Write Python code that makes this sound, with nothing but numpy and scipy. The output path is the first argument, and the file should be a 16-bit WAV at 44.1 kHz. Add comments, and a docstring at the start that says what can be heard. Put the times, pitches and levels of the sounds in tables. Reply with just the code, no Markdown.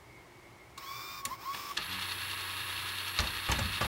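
"""Opened disc player, close up

In a quiet room the pickup sled whines along its rack in three moves, ringing the chassis and
clicking at its stops. Then the loading motor starts: a hum and a thin commutator whistle over
grinding plastic gears, and the mechanism shifts with several heavy clunks."""
import sys
import numpy as np
from scipy import signal
from scipy.fft import rfft, irfft
from scipy.io import wavfile

SR = 44100
rng = np.random.default_rng(int(sys.argv[2]) if len(sys.argv) > 2 else 0)


def to_wav(s):
    """Save 16-bit WAV."""
    ch = np.atleast_2d(s).T  # columns
    pcm = np.round(np.clip(ch, -1, 1) * 32767)  # PCM
    wavfile.write(sys.argv[1], SR, pcm.astype(np.int16))


N = 176400
T = np.arange(N) / SR


def amp(db):
    """dB to gain."""
    return 10 ** (np.asarray(db) / 20)


def unit(x):
    """Scale to rms 1."""
    return x / np.sqrt(np.mean(x ** 2) + 1e-20)


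def level(points):
    """Gain over time from a table's last column; silent before it, fading after it."""
    rows = np.array(points)
    fade = np.exp(-np.maximum(T - rows[-1, 0], 0) / .03)
    return amp(np.interp(T, rows[:, 0], rows[:, -1], left=-150)) * fade


def burst(start_s, rise_s, decay_s):
    """Envelope of a blow: quick rise, exponential fall."""
    t = np.maximum(T - start_s, 0)
    return (1 - np.exp(-t / rise_s)) * np.exp(-t / decay_s)


def colour(x, spectrum, modes=(), tilt_db=0):
    """Filter x by a spectrum, resonances and treble tilt; rms 1."""
    hz = np.fft.rfftfreq(len(x), 1 / SR)
    knot_hz, knot_db = np.transpose(spectrum)
    db = np.interp(np.log(hz + 1), np.log(knot_hz + 1), knot_db)
    db += tilt_db * np.log2(1 + hz / 1000)
    for mode_hz, width_hz, boost_db in modes:
        db += boost_db / (1 + (2 * (hz - mode_hz) / width_hz) ** 2)
    return unit(irfft(rfft(x) * amp(db), len(x)))


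def drift(rate_hz):
    """Smooth noise below rate_hz, rms 1."""
    hz = np.fft.rfftfreq(N, 1 / SR)
    return unit(irfft(rfft(rng.standard_normal(N)) / (1 + (hz / rate_hz) ** 4), N))


def tone(cycles):
    """Sine on a cycle count; random phase, rms 1."""
    return np.sin(2 * np.pi * (cycles + rng.random())) * np.sqrt(2)


def rubbing(turns, repeat, harmonics):
    """Surface noise; the share `repeat` of its power recurs every turn."""
    track = irfft(np.exp(2j * np.pi * rng.random(harmonics)), 16 * harmonics)
    cyclic = unit(np.interp(turns, np.arange(len(track)) / len(track), track, period=1))
    return np.sqrt(repeat) * cyclic + np.sqrt(1 - repeat) * rng.standard_normal(N)


# Sled travel: t/s, mesh f/Hz, level/dB
SLED_MOVES = [(.775, 451.3, -8), (.8, 740.6, -8), (.83, 980, -5.5), (.875, 1120, -4), (0.945, 1170, -2.5),
              (1.118, 1203, -2), (1.206, 1200, -3.5), (1.228, 1127, -14.5), (1.275, 800, -14),
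              (1.305, 980.4, -5), (1.34, 1087, -5), (1.374, 749, -14.5), (1.42, 821.6, -5),
              (1.465, 1063, -4), (1.53, 1134, -3), (1.62, 1155, -2.5), (1.715, 1136, -3), (1.76, 899, -32)]
# Gear mesh harmonics: multiple, level/dB
SLED_MESH = [(1, -57.5), (2, -52.5), (3, -52.5), (4, -55), (5, -61), (6, -64.5), (7, -67)]
# Motor brush fizz: f/Hz, density/dB
BRUSH_SPECTRUM = [(120, -34), (400, -19), (800, -15.5), (1100, 0.5), (1800, -13.5), (2400, -7.5),
                  (2900, -18), (4800, -10.5), (6800, -18.5), (8400, -19), (10200, -28.5), (12000, -14),
                  (12600, -21), (14300, -14), (15300, -10.5)]
# Guide rail resonance: f/Hz, width/Hz, boost/dB
RAIL_MODES = [(5280, 200, 11)]
# Chassis ring: t/s, level/dB
RING_LEVEL = [(.765, -72), (.78, -45.5), (.81, -57), (.86, -46.5), (.92, -44), (.95, -53), (1.225, -49),
              (1.26, -37), (1.285, -56.5), (1.7, -52.5), (1.78, -70)]
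# Mesh boom on the return moves: t/s, level/dB
BOOM_LEVEL = [(1.28, -54), (1.315, -38), (1.338, -39), (1.365, -63), (1.452, -49), (1.468, -36.5),
              (1.52, -40), (1.58, -49), (1.69, -47), (1.718, -36), (1.735, -68)]
# Rack scrape: f/Hz, density/dB
RACK_SPECTRUM = [(120, -51), (200, -15), (803, -17.5), (1140, -9), (1440, -16), (3590, -12), (4160, -18),
                 (4560, -19), (10400, -24.5), (15800, -26)]
# Rack scrape: t/s, level/dB
RACK_LEVEL = [(1.51, -68), (1.545, -41.5), (1.62, -47.5), (1.7, -46.5), (1.76, -49)]


def sled():
    """Gear whine gliding with motor speed, with brush fizz, chassis ring and a scraping rack."""
    teeth, ring_hz, return_s, drag_s = 12, 1101, 1.25, 1.54
    times_s, mesh_hz, _ = np.transpose(SLED_MOVES)
    pitch_hz = np.interp(T, times_s, mesh_hz)
    cycles = np.cumsum(pitch_hz * (1 + .0045 * drift(82))) / SR
    turns = cycles / teeth
    whine = 0
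    for k, db in SLED_MESH:
        partial = amp(db) * tone(k * cycles)
        roughness = 1 + .42 * drift(90) + .3 * tone(turns)  # tone: shaft runout
        whine += partial * roughness * amp(1.5 * drift(13))
    whine *= (pitch_hz / pitch_hz.max()) ** 1.1
    whine *= amp(-2.5 * (T > return_s) - 2.5 * (T > drag_s))  # softer going back, then the rack drags
    brush = amp(-43) * colour(rubbing(turns, repeat=.28, harmonics=190), BRUSH_SPECTRUM, RAIL_MODES)
    ring = tone(np.cumsum(ring_hz + 5 * drift(40)) / SR) * (1 + .3 * drift(50))
    boom = tone(cycles) * (1 + .21 * drift(54)) * np.minimum(pitch_hz / ring_hz, 1) ** 2
    friction = rubbing(turns, repeat=.75, harmonics=190) * amp(2 * drift(131.5))
    scrape = colour(friction, RACK_SPECTRUM, RAIL_MODES)
    return (level(SLED_MOVES) * (whine + brush) + level(RING_LEVEL) * ring
            + level(BOOM_LEVEL) * boom + level(RACK_LEVEL) * scrape)


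LOADER_START_S, SHAFT_HZ = 1.76, 93.63


def loader():
    """The loading motor spins up and drives its gears, a little faster once the load eases."""
    spin_up_s, ease_s = .04, 2.75
    eased = np.clip((T - ease_s) / .1, 0, 1)
    spin_up = 1 - np.exp(-np.maximum(T - LOADER_START_S, 0) / spin_up_s)
    speed = spin_up * (1 + .0016 * eased)
    turns = np.cumsum(SHAFT_HZ * speed * (1 + .0003 * drift(9.8))) / SR
    return motor_hum(turns) + commutator(turns, speed, eased) + gear_mesh(turns, speed) + grind(turns)


# Shaft harmonics: multiple, level/dB
HUM_PARTIALS = [(1, -53.5), (2, -66.5), (3, -72.5)]


def motor_hum(turns):
    """Hum at the shaft rate; its overtones surge briefly near the start."""
    onset_s, surge_s = 1.865, 1.95
    surge_db = 14.5 * np.exp(-((T - surge_s) / .094) ** 2)
    hum = sum(amp(db + surge_db * (k > 1)) * tone(k * turns) for k, db in HUM_PARTIALS)
    return hum * np.clip((T - onset_s) / .026, 0, 1)


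# Whistle at full speed: nominal f/Hz, loaded level/dB, eased level/dB
WHISTLE_PARTIALS = [(8990, -68, -66), (9176, -74, -65), (9925, -75, -66), (10018, -64.5, -67),
                    (10861, -75, -68), (10955, -62, -63), (11143, -61, -60), (11235, -53, -54),
                    (11515, -65, -64), (12080, -66, -65), (15450, -74, -70), (15638, -65, -66)]
# Commutator buzz: f/Hz, density/dB
BUZZ_SPECTRUM = [(5000, -31.5), (8000, -3.5), (9100, -3), (10650, -7), (11230, -10), (11700, 5.5),
                 (12400, -7), (14300, -5), (15200, -3), (15700, -7.5)]
# Brush squeal: f/Hz, density/dB
SQUEAL_SPECTRUM = [(10600, -30), (11230, -3), (11900, -22)]


def commutator(turns, speed, eased):
    """Brushes buzz and squeal in spin-up; the squeal settles into a whistle on shaft harmonics."""
    settled = np.interp(T, [1.9, 2.04], [0, 1])
    whistle = 0
    for hz, loaded_db, eased_db in WHISTLE_PARTIALS:
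        gain = amp(loaded_db + (eased_db - loaded_db) * eased)
        whistle += gain * tone(round(hz / SHAFT_HZ) * turns) * (1 + .12 * drift(10))
    contact = rubbing(turns, repeat=.95 * settled, harmonics=180) * amp(.6 * tone(turns))
    buzz = amp(-53.7) * colour(contact, BUZZ_SPECTRUM)
    squeal = amp(-50) * colour(rng.standard_normal(N), SQUEAL_SPECTRUM) * (1 - settled)
    return settled * whistle + speed ** 2 * (buzz + squeal)


# Loading gear tones at full speed: f/Hz, relative level/dB
MESH_TONES = [(1104, -56), (1669, -57), (3343, -62), (4418, -63.5)]


def gear_mesh(turns, speed):
    """Meshing teeth give rough tones that grow steeply with speed."""
    tones = sum(amp(db) * tone(turns * hz / SHAFT_HZ) * unit(1 + .8 * drift(29)) for hz, db in MESH_TONES)
    return amp(-.5) * speed ** 5 * tones


# Gear grinding: f/Hz, density/dB
GRIND_SPECTRUM = [(30, -44.5), (60, -17), (110, -25.5), (250, -20), (350, -13), (470, -17.5), (700, -22.5),
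                  (950, -5), (1250, -7), (2240, -5.5), (2900, -5.5), (3500, -9.5), (4230, -10.5),
                  (5120, -15.5), (7500, -26), (10400, -21.5), (15800, -30.5)]
# Gear grinding: t/s, level/dB
GRIND_ENVELOPE = [(1.765, -48), (1.79, -45.5), (1.95, -40.5), (2.3, -41.5), (2.65, -41.5), (2.85, -40.5),
                  (3.12, -41.5), (3.3, -41), (3.69, -40.5), (3.755, -39.5), (3.85, -41)]
# Gear housing resonances: f/Hz, width/Hz, boost/dB
HOUSING_MODES = [(1260, 73, 6), (1690, 100, 6), (1880, 70, 4), (2610, 70, 4), (2750, 110, 7),
                 (3370, 130, 8), (3710, 150, 10.5), (4160, 150, 8.5), (4400, 110, 9)]
# Cycle of each uneven gear: period/shaft turns
GEAR_PERIODS = [9, 3, 1.5]
# Wobble of each gear at binding 1: depth/dB
GEAR_WOBBLE_DB = [2.5, 1.06, 1.26]
# Binding at the tight spots: t/s, depth factor
GEAR_BINDING = [(1.85, 1.2), (2.15, 1.1), (2.6, .65), (3.1, 1.3), (3.8, 1.1)]


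def grind(turns):
    """Teeth knock and ring the housing; the treble churns as uneven gears pass their tight spots."""
    knocks_per_s, repeat, tight_turn, crossover_hz = 3000, .15, 12.16, 3000
    hits = rng.random(N) < knocks_per_s / SR
    force = amp(1.5 * np.minimum(rng.exponential(1, N), 4))
    knocks = unit(hits * force * rng.choice([-1, 1], N))
    cyclic = rubbing(turns / 3, repeat=1, harmonics=280)
    teeth = np.sqrt(repeat) * cyclic + np.sqrt(1 - repeat) * knocks
    wobble_db = sum(db * np.cos(2 * np.pi * (turns - tight_turn) / period)
                    for period, db in zip(GEAR_PERIODS, GEAR_WOBBLE_DB))
    load_db = wobble_db * np.interp(T, *np.transpose(GEAR_BINDING)) + .6 * drift(16)
    low = signal.sosfiltfilt(signal.butter(4, crossover_hz, fs=SR, output="sos"), teeth)
    drive = low * amp(.38 * load_db) + (teeth - low) * amp(load_db)
    return level(GRIND_ENVELOPE) * colour(drive * (T > LOADER_START_S), GRIND_SPECTRUM, HOUSING_MODES)


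# Frame blows: t/s, clatter level/dB, clatter decay/s, thump level/dB, thump f/Hz
CLUNK_EVENTS = [(1.257, -44, .028, -43, 247), (1.782, -38.5, 0.023, -45.5, 157),
                (3.188, -32, 0.053, -24, 80), (3.486, -28.5, 0.046, -22, 91.5),
                (3.515, -25.5, 0.016, -40.5, 150), (3.556, -51, 0.016, -36, 139),
                (3.585, -29, 0.015, -34.5, 235), (3.603, -39, 0.035, -21, 98.2),
                (3.808, -23.5, .02, -25, 109), (3.843, -32.5, 0.018, -37.5, 160.5)]
# Frame clatter: f/Hz, density/dB
CLATTER_SPECTRUM = [(40, -6), (90, 9.5), (170, 1.5), (300, -5.5), (450, -6.5), (650, -2.5), (1000, -4),
                    (2000, -1.5), (3200, -7), (6000, -17), (15000, -31)]
# Sheet-metal resonances: f/Hz, width/Hz, boost/dB
FRAME_MODES = [(339, 40, 5), (534, 70, 10), (880, 130, 8), (1170, 110, 10), (1690, 80, 6)]
# Case shudder: f/Hz, density/dB
SHUDDER_SPECTRUM = [(20, -33.5), (55, 7.5), (85, 0.5), (120, -9.5), (160, -7), (260, -11.5), (400, -21),
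                    (1000, -60)]


def clunk(start_s, clatter_db, decay_s, thump_db, thump_hz):
    """The frame clatters, the chassis swings on its low mode and the case shudders."""
    rise_s = .014
    t = np.maximum(T - start_s, 0)
    pulse = (t / rise_s * np.exp(1 - t / rise_s)) ** 2
    tail = amp(-12) * burst(start_s, rise_s, decay_s=.11)
    swing = (pulse + tail) * np.sin(2 * np.pi * thump_hz * t) / 2
    clatter = colour(rng.standard_normal(N), CLATTER_SPECTRUM, FRAME_MODES)
    clatter *= burst(start_s, .0023, decay_s)
    shudder = colour(rng.standard_normal(N), SHUDDER_SPECTRUM) * burst(start_s, rise_s, decay_s=.08)
    return amp(clatter_db) * clatter + amp(thump_db) * (swing + amp(-11.5) * shudder)


# Latch snaps: t/s, level/dB, decay/s, treble tilt/(dB/octave), ring f/Hz
CLICK_EVENTS = [(.777, -38.5, 0.0059, 6.5, 3950), (1.2517, -24, 0.0048, 14.5, 7170),
                (1.254, -29.5, 0.0048, -1.5, 2370), (1.546, -33, 0.0045, -16, 2520),
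                (1.7695, -29.5, .0068, -0.5, 2800), (1.774, -21.5, 0.0041, -2, 4060),
                (1.780, -34, 0.0037, -11, 1200), (3.188, -18.5, 0.0038, -5.5, 4530),
                (3.1938, -19.5, .003, -6.5, 3330), (3.202, -24.5, 0.0037, 3.5, 6300),
                (3.516, -26, 0.0039, 10, 6460), (3.52, -25, 0.0063, -6, 3050),
                (3.59, -30.5, .0056, 4.5, 7300)]
# Struck plastic: f/Hz, density/dB
CLICK_SPECTRUM = [(40, -49.5), (200, -15), (600, -19.5), (1200, -5), (2500, -1), (4000, 0.5), (6000, -1),
                  (9000, -8), (15000, -24)]


def click(start_s, db, decay_s, tilt_db, ring_hz):
    """A latch snaps; its own ring and the dense modes of the plastic parts die quickly."""
    rise_s, width_hz, boost_db = .0006, 380, 9
    envelope = burst(start_s, rise_s, decay_s) + amp(-35) * burst(start_s, rise_s, decay_s=.018)
    modes = HOUSING_MODES + [(ring_hz, width_hz, boost_db)]
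    return amp(db) * envelope * colour(rng.standard_normal(N), CLICK_SPECTRUM, modes, tilt_db)


def reflections(x):
    """x plus a short tail from the case and the room."""
    t60_s, wet_db = .2, -13
    t = T[:SR // 2]
    tail = rng.standard_normal(len(t)) * amp(-60 * t / t60_s) * (t > .003)
    return x + amp(wet_db) * signal.fftconvolve(x, tail / np.linalg.norm(tail))[:N]


# Room noise: f/Hz, density/dB
ROOM_SPECTRUM = [(27, -37), (49, -3.5), (90, -3), (114, -5), (244, -12.5), (353, -3.5), (447, -11.5),
                 (1010, -10), (1570, -18), (2210, -12.5), (2390, -19.5), (15800, -35.5)]
# Idle electronics: f/Hz, level/dB
IDLE_TONES = [(120, -68), (2131, -71), (2238, -69.5)]


def background():
    """Room noise and faint wavering tones of the powered electronics."""
    room = amp(-55.75) * colour(rng.standard_normal(N), ROOM_SPECTRUM)
    return room + sum(amp(db) * tone(hz * T) * (1 + .87 * drift(10)) for hz, db in IDLE_TONES)


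def scene():
    """Both motors and all blows over the background, mono."""
    blows = sum(click(*row) for row in CLICK_EVENTS) + sum(clunk(*row) for row in CLUNK_EVENTS)
    return (background() + sled() + loader() + reflections(blows))[None]


def record(dry):
    """Abrupt stop, steep low-pass."""
    stop_s, cutoff_hz = 3.869, 15850
    lowpass = signal.firwin(511, cutoff_hz, window=("kaiser", 9), fs=SR)
    return signal.oaconvolve(dry * (T < stop_s), lowpass[None], "same")


dry = scene()
out = record(dry)
to_wav(out)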